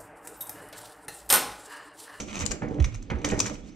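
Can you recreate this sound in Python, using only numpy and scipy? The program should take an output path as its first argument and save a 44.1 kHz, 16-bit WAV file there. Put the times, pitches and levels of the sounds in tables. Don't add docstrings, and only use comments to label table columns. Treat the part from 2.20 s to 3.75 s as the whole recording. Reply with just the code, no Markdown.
import sys
import numpy as np
from scipy import signal
from scipy.fft import rfft, irfft
from scipy.io import wavfile
from scipy.ndimage import uniform_filter1d

SR = 44100
rng = np.random.default_rng(int(sys.argv[2]) if len(sys.argv) > 2 else 0)


def bounce(signal):
    frames = np.transpose(np.atleast_2d(signal))
    limited = np.clip(frames, -1, 1)
    pcm = np.round(limited * 32767).astype(np.int16)
    wavfile.write(sys.argv[1], SR, pcm)


def field_ratio(decibels):
    return 10 ** (np.asarray(decibels, dtype=float) / 20)


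N = 68355
T = np.arange(N) / SR
SMALL_PITCH = 1.17

# f/Hz, level/dB, decay time t60/s
PULLEY = [(3860, -16.5, 0.0013), (4540, -6.5, 0.011), (5330, -25.5, 0.011), (6165, 13, 0.004),
          (6855, 4.5, 0.011), (7570, 4, 0.0074), (9290, 2, 0.0023), (12270, 1, 0.0019)]
# f/Hz, level/dB, decay time t60/s
BRACKET = [(1415, 1.5, 0.013), (2214, -10.5, 0.015), (2470, 3.5, 0.0085), (2920, -0.5, 0.0036),
           (3780, -5, 0.0023)]
# f/Hz, level/dB, decay time t60/s
PANEL = [(155.8, 0, 0.15), (209.7, -7, 0.077), (221.7, 1.5, 0.14), (294.5, 3, 0.094), (361.8, -5.5, 0.08),
         (439, -7.5, 0.013), (491, -13, 0.04), (599, -12.5, 0.14), (755, -12, 0.047)]


def curve(table, col):
    return np.interp(T, [row[0] for row in table], [row[col] for row in table])


def unit(x):
    return x / np.sqrt(np.mean(x ** 2) + 1e-18)


def shape(x, table, phase=False):
    log_f = np.log(np.arange(N // 2 + 1) * SR / N + 1)
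    value = np.interp(log_f, np.log([row[0] for row in table]), [row[1] for row in table])
    response = np.exp(1j * value) if phase else field_ratio(value)
    return irfft(rfft(x) * response, N)


def ring(x, modes, scatter=None):
    out = 0
    for k, (hz, db, t60) in enumerate(modes):
        level_dev, pitch_dev = (0, 0) if scatter is None else scatter[k]
        radius = np.exp(-np.log(1000) / (t60 * SR))
        pole = radius * np.exp(2j * np.pi * hz * (1 + 0.012 * pitch_dev) / SR)
        y = signal.lfilter([1], [1, -pole], x).imag
        if scatter is None:
            y = y * (1 - radius)
        else:
            y = unit(y) * np.sqrt(1 - radius)
        out = out + field_ratio(db + 1.5 * level_dev) * y
    return out


def add(out, x, start_s):
    i = max(int(start_s * SR), 0)
    out[..., i:i + x.shape[-1]] += x[..., :N - i]


def walk(rate_hz):
    k = int(SR / rate_hz)
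    steps = np.repeat(rng.standard_normal(N // k + 1), k)
    return unit(uniform_filter1d(steps, k)[:N])


def ticks():
    # t/s, peak level/dB, bracket share/dB, burst length/ms
    small_ticks = [(0.2009, -26, -22, 1.1), (0.2144, -24.5, -33, 0.52), (0.2554, -27.5, -22, 0.99),
                   (0.2635, -14, -39, 0.82), (0.3162, -20, -16, 2.05), (0.3224, -32, -4, 0.82),
                   (0.7514, -37.5, -1.5, 0.85), (1.0884, -29, -10, 1.9), (1.1114, -28, -19, 1.5),
                   (1.2635, -23, -13, 1), (1.1925, -16.5, -30, 0.85), (1.203, -16, -39.5, 2)]
    other_ticks = [(0.0014, -28, 1, 2.5), (0.0117, -32, -13.5, 5.6), (0.1565, -22, -2, 0.48),
                   (0.1666, -34.5, 8.5, 2.04), (0.1797, -30, 1, 1.5), (0.1924, -21.5, -21, 0.46),
                   (0.2082, -20, -6.5, 0.84), (0.3102, -22.5, -7.5, 1.6), (0.4838, -44, -22, 3.1),
                   (0.6, -32.5, 3, 2.8), (0.6435, -24, 0.5, 1.96), (0.6495, -26, -20, 1.8),
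                   (0.721, -50.5, 5.5, 4.8), (0.7401, -39, -3, 3), (.746, -30.5, -11, 0.69),
                   (0.7594, -33.5, -26, 0.36), (0.8226, -48, -2, 1.3), (0.827, -37.5, -25, 0.82),
                   (0.9012, -35.5, 10, 2.6), (0.9862, -46.5, -4, 2.5), (1.0173, -40, 1, 1.4),
                   (1.0465, -13, -6, 2.7), (1.0515, -36, 6, 1.5), (1.1, -30, 6, 2), (1.1914, -27, -11, 5.3),
                   (1.202, -6, -41, 1.56), (1.2567, -26, -7.5, 8.3), (1.2676, -26, -19, 1.6),
                   (1.2988, -31, 1.5, 0.57),
                   (0.082, -42.5, 6.5, 3.2), (0.097, -42, 7, 0.61), (.111, -42.5, 9, 2.1),
                   (.13, -38, 8, 0.91), (0.146, -35, 5, 2.6), (0.276, -31.5, -32.5, 1.4),
                   (.43, -44.5, -17, 2.1), (.544, -47, 3, 1.5), (.624, -34, -1, 1.7), (.658, -35, -23, 2.5),
                   (0.914, -41.5, -7, 1.6), (1.12, -40, 4, 0.68), (1.142, -37.5, 3, 1.2),
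                   (1.186, -35.5, -6, 1.3), (1.2036, -15.5, -32, 1.1), (1.2105, -33, -3.5, 2.2),
                   (1.22, -34, -5, 0.54), (1.229, -31, -16, 2), (1.235, -43, -14, 1.1),
                   (1.355, -53, 15, 1.1)]
    groups = (
        (small_ticks, SMALL_PITCH, 18),
        (other_ticks, 1, 0.5),
    )
    out, t = np.zeros((2, N)), T[:3000]
    for rows, pitch, pan_db in groups:
        pan = field_ratio(np.array([[pan_db], [-pan_db]]) / 2)
        for start_s, db, share_db, ms in rows:
            noise = rng.standard_normal((2, len(t)))
            scatter = rng.standard_normal((len(PULLEY) + len(BRACKET), 2))
            hard_db = 0.08 * (db + 7.5)
            modes = [(hz * pitch, g + hard_db * (hz > 8500), t60) for hz, g, t60 in PULLEY]
            u = t / (max(ms, .2) / 1000)
            envelope = u * np.exp(-u) + 0.058 * np.exp(-t / 0.013)
            burst = noise[0] * (.5 + np.abs(noise[1])) * envelope
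            wheel = ring(burst, modes, scatter)
            mount = ring(burst, BRACKET, scatter[len(PULLEY):])
            x = wheel / np.abs(wheel).max() + field_ratio(share_db) * mount / np.abs(mount).max()
            add(out, field_ratio(db) * x * pan, start_s - .001)
    return out


def scrape():
    # t/s, level/dB, bracket share/dB
    effort = [(0, -40, -6), (.07, -52, -5), (.095, -49.5, 3.5), (.165, -41.5, -2), (.22, -37.5, 0),
              (.25, -53, 10), (.33, -43, -11), (.4, -72, -13), (.6, -67.5, 0), (.66, -62, -2.5),
              (.86, -79, 4), (1.03, -68, 11), (1.06, -45, -26), (1.17, -47, -4), (1.22, -52, -28),
              (1.247, -43.5, -6), (1.3, -49, -8.5), (1.4, -65.5, -2)]
    grains_per_s, grain_db = 1300, 1.5
    z = rng.random((3, N))
    strength = field_ratio(-grain_db * np.log(z[2] + 0.049))
    grains = (z[0] < grains_per_s / SR) * np.sign(z[1] - .5) * strength
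    hiss = 0.83 * rng.standard_normal((2, N))
    drive = (unit(grains) + hiss) * field_ratio(4.3 * walk(59.88))
    small_modes = [(hz * SMALL_PITCH, db, t60) for hz, db, t60 in PULLEY]
    wheels = unit(ring(drive, PULLEY)) + 0.67 * unit(ring(drive, small_modes))
    mount = field_ratio(curve(effort, 2)) * unit(ring(drive, BRACKET))
    return field_ratio(curve(effort, 1)) * (wheels + mount)


def knocks():
    # t/s, peak level/dB, brightness/dB, tail/ms, favoured mode f/Hz
    blows = [(0.237, -21, -12, 14, 136), (0.314, -27, 4.5, 58, 565), (0.419, -26, 2, 37, 230),
             (0.429, -28, -11, 36, 493), (0.478, -23, -10, 35, 323), (0.538, -35, -21, 40, 340),
             (0.583, -23, -13, 15, 280), (0.899, -27.5, 4.5, 45, 500), (0.909, -33, 11.5, 44, 540),
             (1.043, -18.5, 0, 76, 276), (1.118, -17.5, -3.5, 41, 226), (1.131, -14.5, -13.5, 53, 397),
             (1.143, -22.5, -13, 22, 600), (1.122, -17.5, -20, 12, 520), (1.161, -27.5, -18, 51, 454),
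             (1.175, -20, -13, 32, 362), (1.2, -30.5, -14, 28, 303), (1.257, -27.5, 3, 33, 195)]
    spot_db, spot_octaves = 21.5, .2
    band = signal.butter(4, (723, 2190), "band", fs=SR, output="sos")
    out, t = np.zeros(N), T[:12000]
    for start_s, db, bright_db, ms, spot_hz in blows:
        modes = []
        for hz, g, t60 in PANEL:
            distance = np.log2(hz / spot_hz) / spot_octaves
            modes.append((hz, g + spot_db * np.exp(-distance ** 2), t60))
        burst = rng.standard_normal(len(t)) * np.exp(-t / (max(ms, 1) / 1000))
        scatter = rng.standard_normal((len(PANEL), 2)) * 0.41
        body = ring(burst * (1 + 4.3 * np.exp(-t / 0.0099)), modes, scatter)
        edge = signal.sosfilt(band, burst * (1 + 4.3 * np.exp(-t / 0.0017)))
        x = body / np.abs(body).max() + field_ratio(bright_db) * edge / np.abs(edge).max()
        add(out, field_ratio(db - 3) * x, start_s + 0.001167)
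    return out


def pushes():
    # t/s, level/dB, f/Hz, length/s
    booms = [(.11, -36, 202.5, 0.138), (0.214, -32.5, 89.4, 0.04), (0.295, -30, 41.8, 0.043),
             (.588, -18.5, 126, 0.032), (0.599, -14.5, 70, 0.061), (0.635, -25.5, 35.3, 0.056),
             (0.659, -29.5, 135.4, 0.036), (0.703, -33.5, 114.6, 0.091), (0.743, -31, 37.5, 0.11),
             (0.786, -45, 105.6, 0.12), (.91, -27.5, 144, 0.025), (0.932, -25.5, 69, 0.062),
             (1.12, -39.5, 145, 0.052), (1.21, -36.5, 109, 0.052), (1.237, -45, 57.4, 0.18),
             (1.42, -42.5, 59, 0.061), (.86, -44, 45, 0.039)]
    out, t = np.zeros(N), T[:12000]
    for start_s, db, hz, length in booms:
        u = np.minimum(t / length, 1)
        swell = np.sin(np.pi * u ** 0.68)
        add(out, field_ratio(db) * swell * np.sin(2 * np.pi * hz * t * (1.1 - 0.15 * u)), start_s)
    return out


def rubbing():
    # t/s, level/dB
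    strokes = [(0, -31), (.07, -39), (.18, -36.5), (.3, -34.5), (.41, -42.5), (.43, -28), (.6, -29.5),
               (.7, -41.5), (.76, -51.5), (.88, -49.5), (.92, -23.5), (1.03, -38), (1.13, -26),
               (1.22, -28.5), (1.4, -42.5), (1.55, -54)]
    rub = unit(ring(rng.standard_normal(N) * field_ratio(2.4 * walk(39.8)), PANEL))
    band = signal.butter(2, [25, 130], "band", fs=SR, output="sos")
    low = unit(signal.sosfilt(band, rng.standard_normal((2, N))))
    return field_ratio(curve(strokes, 1) - 4.5) * (rub + field_ratio(-8.5 + 1.5 * walk(12)) * low)


def room(x):
    t60_s, t = 0.39, T[:20000]
    z = rng.standard_normal((2, len(t)))
    dull = signal.lfilter([.3], [1, -.7], z)
    decay = np.exp(-np.log(1000) * t / t60_s) * np.minimum(t / 0.0024, 1)
    tail = (dull + .5 * z * np.exp(-t / 0.029)) * decay
    tail = tail / np.sqrt(np.sum(tail ** 2, axis=1, keepdims=True))
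    return signal.fftconvolve(x[None], tail, axes=1)[:, :N]


def bird():
    # t/s, f/Hz, level/dB
    chirp = [
        (1.42, 3195, -69),
        (1.465, 3750, -73),
        (1.494, 4600, -66),
        (1.505, 5500, -74),
        (1.528, 6220, -62),
        (1.54, 6300, -75),
    ]
    gate = np.clip(np.minimum(T - chirp[0][0], chirp[-1][0] - T) / .006, 0, 1)
    hz = uniform_filter1d(curve(chirp, 1), size=200) * (1 + .012 * walk(200))
    angle = 2 * np.pi * np.cumsum(hz) / SR
    undertone = np.clip((T - 1.515) / .03, 0, .4) * np.sin(angle / 2)
    return gate * field_ratio(curve(chirp, 2) + 3 + 3 * walk(150)) * (np.sin(angle) + undertone)


def still_air():
    # f/Hz, level/dB
    air_spectrum = [(18, -34), (30, 12.5), (71, -42), (116, -5), (296, -1), (716, -34.5), (2430, -28),
                    (6040, -38.5), (15000, -96)]
    z = np.array([unit(shape(rng.standard_normal(N), air_spectrum)) for _ in range(3)])
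    return field_ratio(-49 + 1.6 * walk(4.27)) * (z[0] + .5 * z[1:])


def scene():
    steel = ticks() + scrape()
    board = knocks() + pushes() + rubbing()
    air = still_air()
    wet = room(steel.mean(axis=0) + 0.33 * board.mean(axis=0))
    far_bird = bird() * field_ratio(np.array([[-3], [3]]))
    return steel + board + far_bird + air + field_ratio(-8.5) * wet


def band_limit(x):
    return signal.sosfilt(signal.butter(12, 15850, fs=SR, output="sos"), x)


def record(dry):
    # f/Hz, level/dB
    port_level = [(30, -4), (85, -9), (170, -3), (350, -5), (650, -10), (1100, 0), (3000, -2), (8000, -1)]
    # f/Hz, phase/rad
    port_phase = [(340, -.2), (860, 1.6), (1550, 1.4), (5200, 0), (6000, .3), (7000, -2.2), (8400, -4.3),
                  (12000, -5.3)]
    # f/Hz, level/dB
    mic_response = [(8000, -0.5), (9000, -11), (13000, -20.5), (16000, -34)]
    left = shape(dry[0], [(hz, db / 2) for hz, db in port_level])
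    left = shape(left, port_phase, phase=True)
    right = shape(dry[1], [(hz, -db / 2) for hz, db in port_level])
    mix = np.array([shape(left, mic_response), shape(right, mic_response)])
    return band_limit(mix)


dry = scene()
out = record(dry)
bounce(out)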